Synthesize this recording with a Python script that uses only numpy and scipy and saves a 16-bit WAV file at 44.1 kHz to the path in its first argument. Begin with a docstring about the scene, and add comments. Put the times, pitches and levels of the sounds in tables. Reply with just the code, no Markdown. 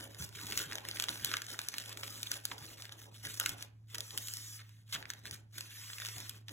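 """Folded newspaper: two hands roll up its edge and press it flat on a wooden table.
Buckles are short kinks of noise; sliding is random fibre slips in three bands; folds ring as narrow notes.
Fingers thud on the table. A wavering sine hums and noise gives still air in a small room.
A close microphone pair hears it all with phase, balance and stray differences."""
import sys
import numpy as np
from scipy import signal
from scipy.fft import rfft, irfft, next_fast_len
from scipy.io import wavfile
from scipy.ndimage import uniform_filter1d

SR = 44100
rng = np.random.default_rng(int(sys.argv[2]) if len(sys.argv) > 2 else 0)


def put_to_file(sound):
    """Save the sound as 16-bit audio at rate SR, in the file named by the first command-line argument."""
    columns = np.atleast_2d(sound).T  # one column per channel
    safe = np.clip(columns, -1, 1)
    whole_steps = np.round(safe * 32767)
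    wavfile.write(sys.argv[1], SR, whole_steps.astype(np.int16))


N = 287833
TIME = np.arange(N) / SR
SPAN = next_fast_len(N, True)
HZ = np.fft.rfftfreq(SPAN, 1 / SR)

# Single buckles. Each row: time in seconds, level in dB over 4 ms before trim, treble over mids in dB.
SNAPS = [(.147, -47.5, 2), (.224, -43.5, 5), (.291, -50, 12), (0.4682, -39, 16), (.523, -33.5, -2),
         (.53, -40, -1), (.5755, -26, 7), (.591, -35, -1), (.713, -42, -20), (.723, -37, -11),
         (.731, -39, -1), (.755, -35, 2), (.7833, -39, -1), (.8514, -40.5, -5), (0.8869, -34.5, 13),
         (0.9123, -36.5, 0), (.971, -42.5, -1), (.999, -27.5, 4), (1.023, -31.5, 4), (1.0399, -32.5, 3),
         (1.0853, -31.5, -7), (1.0913, -30, 5), (1.2468, -25.5, 10.5), (1.259, -39, 7), (1.3155, -34, -6),
         (1.322, -41, -14), (1.3394, -27.5, -12.5), (1.3688, -30.5, -3), (1.4194, -37, -1),
         (1.503, -41, -3), (1.591, -31.5, -2), (1.616, -40, 10), (1.6862, -30.5, 7.5), (1.7406, -38, -6),
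         (1.7827, -31.5, 7), (1.8, -42, 2), (1.894, -42.5, 7), (1.928, -43.5, 4), (1.9731, -40, 3.5),
         (2.0336, -35.5, -11), (2.079, -42, -5), (2.221, -48, 17), (2.2309, -32.5, 7.5),
         (2.2716, -38.5, -3), (2.3162, -28, 6), (2.34, -40, 4), (2.4534, -28.3, 11), (2.581, -45, 7),
         (2.8221, -42, 3), (2.854, -45.5, -1), (2.8936, -47, -13), (2.9229, -44, 4), (3.2511, -40.5, -1),
         (3.269, -41, 5), (3.399, -24.5, 13), (3.4108, -35, -4), (3.461, -26, 9), (3.4928, -31.5, 9),
         (3.625, -38, 0.5), (3.983, -36, 2), (4.0058, -33.5, 10.5), (4.107, -43.5, -3), (4.176, -29.5, 7),
         (4.183, -36.5, 13), (4.272, -41, 14), (4.2844, -38, 8), (4.3375, -35, 15.5), (4.37, -39, 14),
         (4.693, -57, 0), (4.9499, -39, -10), (5.0263, -43.5, -15), (5.055, -43.5, -12),
         (5.1025, -33.5, 3.5), (5.136, -44, 2), (5.2548, -41.5, -5), (5.311, -39, 8), (5.608, -36.5, 5),
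         (5.901, -45, -10), (5.933, -41.5, -2), (5.984, -41.5, 3), (6.001, -40.5, 1), (6.019, -40, -7),
         (6.05, -37.5, 1), (6.0596, -39.5, 0), (6.067, -40, 1), (6.087, -39, -4), (6.182, -40.5, 8),
         (6.203, -41.5, 6), (6.2947, -35.5, 13.5), (6.4836, -42, -3), (6.493, -45, 0)]
# Crushed creases. Each row: start in seconds, length in seconds, level in dB, treble over mids in dB.
CRUNCHES = [(2.513, .008, -39, -13), (3.944, .012, -38.5, 4), (4.59, .03, -55, -10), (4.9235, .028, -37, 3),
            (4.95, .014, -40.5, -15), (5.332, .013, -47, 9), (5.579, .005, -37.5, 6)]
# Finger pushes. Each row: start in seconds, length in seconds, rustle in dB before trim,
# fibre hiss in dB re rustle.
PUSHES = [(0, 0.041, -50.5, .5), (0.107, .08, -60.5, 1), (0.199, 0.041, -51.5, 8.5), (.26, .08, -61.5, -1),
          (0.354, 0.12, -51.5, 3.5), (0.477, .075, -48, 3.5), (.568, .066, -43.5, 3),
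          (0.688, .11, -52.5, -2.5), (0.851, .1, -53, 0), (0.949, 0.096, -48, 2.5), (1.088, .135, -51.5, 5),
          (1.239, .13, -46.5, .5), (1.393, .075, -53, 1), (1.488, 0.052, -49.5, 2.5),
          (1.584, 0.16, -54, 2.5), (1.74, 0.19, -50.5, .5), (1.994, .3, -52, 4), (2.311, 0.058, -48.5, 3),
          (2.451, 0.079, -55.5, 5), (2.589, 0.15, -55, 3), (2.785, 0.062, -54, 2),
          (2.921, .008, -56.5, 0.5), (2.994, .047, -57.5, 2.5), (3.141, .08, -62, 3.5),
          (3.252, .008, -45.5, 1.5), (3.289, .095, -52.5, 6), (3.401, .11, -48.5, 4),
          (3.593, 0.032, -53.5, 1.5), (5.096, 0.017, -55, 0.5), (5.16, .04, -65, -2), (5.26, 0.022, -54, 0),
          (5.327, .02, -55, 3.5), (6.311, 0.052, -59.5, 1.5), (6.501, .035, -58, 1)]
# Flat-hand sweeps. Each row: start, fastest point and end in seconds, rustle when fastest in dB
# before trim, fibre hiss in dB re rustle.
SWEEPS = [(3.902, 3.945, 3.98, -58, 2.5), (3.98, 4.144, 4.17, -55.5, 6.5), (4.168, 4.278, 4.57, -54, 10.5),
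          (4.581, 4.6, 4.82, -67, -0.5), (4.9, 4.95, 5.0, -53, 1), (5.545, 5.58, 5.69, -53.5, 2),
          (5.708, 6.087, 6.29, -50, 3)]
# Loose sheet bending as a hand shifts its hold. Each row: start in seconds, length in seconds,
# level in dB before trim.
BENDS = [(0, 0.08, -53.5), (0.122, 0.11, -60.5), (.438, 0.1, -53), (.69, .16, -54), (1.085, .02, -52),
         (1.89, 0.09, -57), (2.515, .01, -53), (2.937, 0.0092, -60), (3.06, .06, -64.5), (3.47, 0.077, -54),
         (3.94, .06, -58), (4.13, 0.035, -58), (4.945, 0.06, -58), (5.254, .07, -60), (5.56, .05, -64),
         (6.159, 0.05, -56), (6.505, .02, -56)]
# Tube note of the rolled edge. Each row: time in seconds, pitch in Hz, level in dB re driving rustle.
ROLL = [(0, 1450, -4), (1.35, 1480, -1), (2.2, 1600, -16), (4.75, 1850, -8)]
# Closing air pockets. Each row: time in seconds, level in dB, pitch in Hz, t60 in seconds.
POCKETS = [(.755, -55, 566, 0.11), (.853, -55.5, 556, .08), (1.086, -44, 1420, 0.1), (1.34, -45, 1530, .1),
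           (2.518, -39, 1017, .018), (3.4, -42.5, 1420, .16), (3.4615, -41.5, 1534, .06)]
# Heavy finger and palm landings. Each row: time in seconds, level in dB before trim.
BUMPS = [(.199, -45.5), (.358, -55), (.426, -54.5), (0.554, -54.5), (.66, -56), (1.09, -56.5), (1.217, -54),
         (2.612, -56.5), (3.253, -56), (3.495, -57), (4.13, -59.5), (4.945, -55), (5.31, -55.5),
         (6.157, -56)]
# Spectral shapes of buckle, slide, table and air. Each row: frequency in Hz, relative density in dB.
SNAP_COLOUR = [(100, -23), (400, -15), (750, -12.5), (1100, -8), (1500, -1), (2300, -4), (3500, 2),
               (5000, 2), (7500, -3.5), (9000, -5.5), (13000, -7.5), (16000, -13)]
SLIDE_COLOUR = [(80, -9.5), (180, -3.5), (320, 2), (500, -6), (780, -4.5), (1100, -2), (1500, -2),
                (2400, 0.5), (3400, 3.5), (5000, -0.5), (7600, -2.5), (8500, -6), (12500, -4.5),
                (16000, -11.5)]
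TABLE_COLOUR = [(28, -42.5), (55, -14.5), (85, -1.5), (140, 0.5), (200, -11), (350, -19.5), (700, -36.5),
                (2000, -65.5)]
AIR_COLOUR = [(20, -24), (45, -4), (75, 2.5), (150, -1.5), (280, -9), (420, -22.5), (1000, -27.5),
              (2000, -32.5), (5000, -33.5), (16000, -42.5)]
# Machine tones. Each row: frequency in Hz, level in dB before swell.
HUM = [(108.8, -57)]
# Hum swell. Each row: time in seconds, level change in dB.
HUM_SWELL = [(0, 0), (1.45, -1), (1.7, -10.5), (1.9, 0), (2.9, -3), (3.3, 1.5), (5.7, -1.5), (6.1, 3.5),
             (6.53, 1)]
# Room decay. Each row: frequency in Hz, t60 in seconds.
ROOM_T60 = [(200, 0.6), (800, 0.43), (2000, 0.34), (6000, 0.26), (15000, 0.02)]
# Room echo. Each row: frequency in Hz, level in dB re direct sound.
ROOM_WET = [(150, -11), (500, -.5), (1400, -5.5), (2500, -7.5), (5000, -19), (15000, -22)]
# Microphone phase. Each row: frequency in Hz, lead of left in radians.
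PORT_PHASE = [(0, 0), (350, 0), (550, -1.4), (850, -1.7), (1050, .5), (1700, .4), (2600, 1.9), (3400, 1.3),
              (4750, 3.14), (6400, 6.1), (7500, 6.7), (8950, 9.42), (10400, 12.1), (11600, 12.8),
              (12500, 15), (13300, 15.7), (14600, 18.6), (16500, 19.4)]
# Microphone balance. Each row: frequency in Hz, left over right in dB.
PORT_BALANCE = [(100, -0.9), (400, -1), (900, -4), (1700, -1), (2400, -1.5), (3100, 0), (16000, 0)]
# Sound straying between microphones. Each row: frequency in Hz, amplitude share 0-1.
PORT_SPREAD = [(170, .03), (500, .42), (780, .3), (1000, .6), (1500, .15), (2400, .4), (4700, .1),
               (7000, .2)]

# A push grips quickly, eases off, then lets go; the bent sheet settles more slowly.
PUSH_RISE_DB_PER_S, PUSH_SAG_DB_PER_S, PUSH_FALL_DB_PER_S = 600.5, 11.5, 350.5
FLEX_FALL_DB_PER_S = 201
# Flexing re a push of level FLEX_FULL_DB, and its growth in dB per dB of push.
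FLEX_RE_RUSTLE_DB, FLEX_FULL_DB, FLEX_GROWTH = -9, -51.5, 0.78
SWEEP_ENDS_DB, SWEEP_FLEX_DB = -4.5, -19  # slower at both ends; pressed paper hardly flexes
PRESSED_EVENS = .8  # smoothing under a flat hand, 0-1
TOUCH_DB = -69.5  # light touch at every push, before trim
AIR_DB = -69.5  # part common to both channels
EDGE_HZ = 15900


def snap(bright_db, rise_s=.0005, ring_s=0.001, flutter=0.5, tail_db=-18, tail_s=0.0077, neutral_db=2,
         facet_hz=(1400, 3800), facet_db=7, facet_width=0.14, size=2048):
    """One buckle: the sheet starts to give, kinks sharply, and a facet by the kink favours its own band."""
    t = np.arange(size) / SR - rise_s
    hz = np.fft.rfftfreq(size, 1 / SR)
    dying = np.exp(-abs(t) / ring_s) + gain_of(tail_db) * np.exp(-abs(t) / tail_s)
    onset = np.minimum(1 + t / rise_s, 1) ** 2
    kink = flutter * rng.standard_normal(size) * dying * onset
    kink[np.argmin(abs(t))] += rng.choice([-1, 1])
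    tilt = read([(1900, -0.55), (9500, 0.55)], hz)
    pitch_hz = facet_hz[0] * (facet_hz[1] / facet_hz[0]) ** rng.random()
    facet = facet_db / (1 + ((hz / pitch_hz - 1) / facet_width) ** 2)
    colour_db = read(SNAP_COLOUR, hz) + (bright_db - neutral_db) * tilt + facet
    sound = irfft(rfft(kink) * causal(colour_db))
    return sound / np.sqrt(np.sum(sound ** 2) / (.004 * SR))  # energy of rms 1 over 4 ms


def snaps(level_db=-0.1, lead_s=.0005):
    """Buckles that stand out from the rustle, one by one."""
    out = np.zeros(N)
    for s, db, bright_db in SNAPS:
        add(out, s - lead_s, gain_of(db + level_db) * snap(bright_db))
    return out


def crunches(kinks_per_s=900, spread_db=4, level_db=0.0, lead_s=.0003):
    """A crease is crushed: kinks give way in close succession."""
    out = np.zeros(N)
    for start, length_s, db, bright_db in CRUNCHES:
        kinks = max(round(length_s * kinks_per_s), 2)
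        burst = np.zeros(round(length_s * SR) + 2048)
        for k, (late, strength) in enumerate(rng.random((kinks, 2))):
            kink = gain_of(spread_db * (2 * strength - 1)) * snap(bright_db)
            add(burst, (k + late) * length_s / kinks, kink)
        rms = np.sqrt(np.sum(burst ** 2) / (length_s * SR))
        add(out, start - lead_s, gain_of(db + level_db) * burst / rms)
    return out


def gesture(start, length_s, fall_db_per_s):
    """Level in dB of one finger movement: attack, sagging hold, release."""
    t = TIME - start
    attack = PUSH_RISE_DB_PER_S * np.minimum(t, 0)
    sag = PUSH_SAG_DB_PER_S * np.clip(t, 0, length_s)
    return attack - sag - fall_db_per_s * np.maximum(t - length_s, 0)


def pressed():
    """Smoothing at every instant: 0 for loose paper, PRESSED_EVENS under a flat hand."""
    under_hand = sum((TIME > start) & (TIME < end) for start, _, end, _, _ in SWEEPS)
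    return np.clip(PRESSED_EVENS * uniform_filter1d(under_hand.astype(float), size=1024), 0, 1)


def slide_levels(rest_db=-91):
    """Levels in dB of flexing, rustle and hiss at every instant: the strongest movement leads."""
    flex, rustle, hiss = np.full((3, N), float(rest_db))
    for start, length_s, db, hiss_db in PUSHES:
        push = db + gesture(start, length_s, PUSH_FALL_DB_PER_S)
        bend_db = FLEX_FULL_DB + FLEX_RE_RUSTLE_DB + FLEX_GROWTH * (db - FLEX_FULL_DB)
        flex = np.maximum(flex, bend_db + gesture(start, length_s, FLEX_FALL_DB_PER_S))
        rustle = np.maximum(rustle, push)
        hiss = np.maximum(hiss, push + hiss_db)
    for start, fastest, end, db, hiss_db in SWEEPS:
        rise = PUSH_RISE_DB_PER_S * np.minimum(TIME - start, 0)
        fall = PUSH_FALL_DB_PER_S * np.maximum(TIME - end, 0)
        speed_db = np.interp(TIME, [start, fastest, end], [SWEEP_ENDS_DB, 0, SWEEP_ENDS_DB])
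        sweep = db + speed_db + rise - fall
        flex = np.maximum(flex, sweep + SWEEP_FLEX_DB)
        rustle = np.maximum(rustle, sweep)
        hiss = np.maximum(hiss, sweep + hiss_db)
    for start, length_s, db in BENDS:
        flex = np.maximum(flex, db + gesture(start, length_s, FLEX_FALL_DB_PER_S))
    return flex, rustle, hiss


def slide(levels, flex_db=-4.5, rustle_db=-4.3, hiss_db=-2.8, slips_per_s=4000, spread_db=3.5,
          judder_db=2.0, patchy_db=(2.3, 1.6, 1.1), ripple_db=3.5):
    """Fibres catch and slip thousands of times a second, unequally hard, and shake the sheet."""
    struck = rng.random(N) < slips_per_s / SR
    strength_db = spread_db * np.minimum(rng.exponential(1, N), 4)
    slips = struck * rng.choice([-1, 1], N) * gain_of(strength_db)
    loose = 1 - pressed()  # under a flat hand the slips merge into an even swish
    rough = loose * evened(slips + 0.25 * rng.standard_normal(N))
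    swish = np.sqrt(1 - loose ** 2) * rng.standard_normal(N)
    drive = (rough + swish) * gain_of(judder_db * loose * wander(70))
    spectrum = rfft(rippled(drive, ripple_db), SPAN) * gain_of(read(SLIDE_COLOUR, HZ))
    above_flex = read([(800, 0.029), (1450, 0.97)], HZ)
    above_rustle = read([(3600, 0.08), (6000, 0.93)], HZ)
    shares = 1 - above_flex, above_flex - above_rustle, above_rustle
    out = np.zeros(N)
    for share, level, db, uneven_db in zip(shares, levels, (flex_db, rustle_db, hiss_db), patchy_db):
        band = evened(irfft(spectrum * share, SPAN)[:N])
        out += band * gain_of(level + db + uneven_db * loose * wander(31))
    return out


def rippled(x, depth_db, size=(10, 3)):
    """The bending sheet and moving hands favour some pitches for a few hundredths of a second."""
    z = signal.stft(x, nperseg=512)[2]
    patches = uniform_filter1d(rng.standard_normal(z.shape), size[0], axis=1)
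    patches = uniform_filter1d(patches, size[1], axis=0)
    return signal.istft(z * evened(gain_of(depth_db * evened(patches))), nperseg=512)[1][:N]


def crinkle(level, level_db=-2.5, spread_db=3.2, bright_db=0, variety_db=8, pressed_db=-9.5, count=520):
    """Small wrinkles tick at uneven intervals, following the rustle, more softly under a flat hand."""
    out = np.zeros(N)
    level = level + pressed_db * pressed()
    for k in range(count):
        at = int((k + rng.random()) * N / count)
        db = level[at] + level_db + spread_db * min(rng.exponential(), 2.4)
        tick = snap(bright_db + variety_db * rng.standard_normal(), ring_s=.0006, size=1024)
        add(out, at / SR, gain_of(db) * tick)
    return out


def hollow(x, width_hz=170, drift=.04):
    """The rolled edge is a tube kept ringing by the rustle: a resonator with moving pitch and level."""
    s, hz, db = np.transpose(ROLL)
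    pitch_hz = np.interp(TIME, s, hz) * (1 + drift * wander(6))
    turn = np.exp(2j * np.pi * np.cumsum(pitch_hz) / SR)
    r = np.exp(-np.pi * width_hz / SR)
    ring = 2 * (turn * signal.lfilter([1 - r], [1, -r], x / turn)).real
    return gain_of(np.interp(TIME, s, db)) * ring


def flaps(flex, level_db=2.6, spread_db=4.5, pitch_hz=(230, 950), ring_s=.006, count=420, size=2048):
    """Panels of the bending sheet flip over with short papery knocks, each at its own pitch."""
    out, t = np.zeros(N), np.arange(size) / SR
    for k, (late, place, strength) in enumerate(rng.random((count, 3))):
        at = int((k + late) * N / count)
        hz = pitch_hz[0] * (pitch_hz[1] / pitch_hz[0]) ** place
        knock = np.sin(2 * np.pi * hz * t) * np.exp(-t / ring_s)
        add(out, at / SR, gain_of(flex[at] + level_db + spread_db * (2 * strength - 1)) * knock)
    return out


def pockets(width=0.28, level_db=0.0, knock_db=8, knock_s=.0016, size=16384):
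    """A closing fold knocks, and the air squeezed from it gives a short hollow note."""
    out, t, hz = np.zeros(N), np.arange(size) / SR, np.fft.rfftfreq(size, 1 / SR)
    for s, db, pitch_hz, t60_s in POCKETS:
        resonance = 1 + ((hz / pitch_hz - 1) / width * 2) ** 2
        ring = evened(irfft(rfft(rng.standard_normal(size)) / resonance))
        knock = np.sin(2 * np.pi * pitch_hz * t) * np.exp(-t / knock_s)
        add(out, s, gain_of(db + knock_db) * knock + ring * gain_of(db + level_db - 60 * t / t60_s))
    return out


def bumps(rise_s=0.013, level_db=-.8, size=16384):
    """Soft flesh pushes the table top, which answers with a dull thud."""
    out, t = np.zeros(N), np.arange(size) / SR
    for s, db in BUMPS + [(push[0], TOUCH_DB) for push in PUSHES]:
        thud = coloured(rng.standard_normal(size), TABLE_COLOUR) * t * np.exp(-t / rise_s)
        add(out, s, gain_of(db + level_db) * thud / np.std(thud[:size // 8]))
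    return out


def hum(waver_db=1.4, drift=.006):
    """A motor drones: sines that waver in pitch and level under a slow swell."""
    swell_db = np.interp(TIME, *np.transpose(HUM_SWELL))
    out = np.zeros(N)
    for hz, db in HUM:
        turns = np.cumsum(hz * (1 + drift * wander(4.9))) / SR
        level = gain_of(db + swell_db + waver_db * wander(8.7))
        out += np.sqrt(2) * level * np.sin(2 * np.pi * turns)
    return out


def still_air():
    """Steady coloured noise, mostly common to both channels."""
    shared, left, right = (coloured(rng.standard_normal(N), AIR_COLOUR) for _ in range(3))
    return gain_of(AIR_DB) * (shared + 0.43 * np.array([left, right]))


def room(x, gap_s=.004):
    """Sparse echoes, different at each microphone, each band dying at its own speed."""
    taps = rng.standard_normal((2, SR)) * (rng.random((2, SR)) < .08) * (TIME[:SR] > gap_s)
    hz, t, z = signal.stft(taps, SR, nperseg=256)
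    t60_s = read(ROOM_T60, hz)
    z = z * gain_of(-60 * t / t60_s[:, None])
    whole = np.sqrt(np.sum(taps ** 2) / 2 * t60_s / np.log(1e6))  # size of each band's tail
    wet = gain_of(read(ROOM_WET, hz)) / whole
    tail = signal.istft(z * wet[:, None], SR, nperseg=256)[1]
    return signal.fftconvolve(x[None], tail, axes=1)[:, :N]


def ports(pair):
    """Phase and balance differ by frequency between microphones; a wavering part strays in antiphase."""
    lag = np.exp(-1j * np.interp(HZ, *np.transpose(PORT_PHASE)))
    lean = gain_of(read(PORT_BALANCE, HZ) / 2)
    spectrum = rfft(pair, SPAN)
    spread = np.clip(read(PORT_SPREAD, HZ), 0, 1)
    part = signal.hilbert(irfft(spectrum.mean(0) * spread, SPAN))[:N]
    stray = rfft((part * wander(60)).imag, SPAN)
    spectrum = spectrum * np.sqrt(1 - spread ** 2) + np.array([stray, -stray])
    return irfft(spectrum * np.array([lean, lag / lean]), SPAN)[:, :N]


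def gain_of(db):
    """Decibels to amplitude."""
    return 10 ** (np.asarray(db) / 20)


def evened(x):
    """Scales to rms 1."""
    return x / np.sqrt(np.mean(x ** 2) + 1e-20)


def read(points, hz):
    """Reads a table along a log-frequency axis."""
    f, value = np.transpose(points)
    return np.interp(np.log(hz + 1), np.log(f + 1), value)


def add(mix, s, sound):
    """Mixes a sound in at time s in seconds."""
    part = mix[max(round(s * SR), 0):][:len(sound)]
    part += sound[:len(part)]


def coloured(x, points):
    """Filters x by a table of dB, at rms 1."""
    size = next_fast_len(len(x), True)
    gain = gain_of(read(points, np.fft.rfftfreq(size, 1 / SR)))
    return evened(irfft(rfft(x, size) * gain, size)[:len(x)])


def causal(db):
    """Minimum-phase spectrum of the given gain: abrupt start, then decay."""
    log_gain = np.log(gain_of(np.r_[db, db[-2:0:-1]]))
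    return np.exp(np.conj(signal.hilbert(log_gain)))[:len(db)]


def wander(rate_hz):
    """Slow random signal of rms 1."""
    t = TIME[::32]
    lowpass = np.exp(-(np.fft.rfftfreq(len(t), t[1]) / rate_hz) ** 2)
    slow = irfft(rfft(rng.standard_normal(len(t))) * lowpass, len(t))
    return np.interp(TIME, t, evened(slow))


def scene():
    """Paper and table in the room, over the hum and still air."""
    flex, rustle, hiss = slide_levels()
    moving = slide((flex, rustle, hiss)) + crinkle(rustle)
    paper = snaps() + crunches() + moving + hollow(moving) + flaps(flex) + pockets()
    near = paper + bumps()
    return ports(near + room(near) + hum() + still_air())


def record(dry):
    """The recorder's band limit: a linear-phase low-pass."""
    lowpass = signal.firwin(255, EDGE_HZ, window=("kaiser", 9), fs=SR)
    return signal.oaconvolve(dry, lowpass[None], "same")


dry = scene()
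out = record(dry)
put_to_file(out)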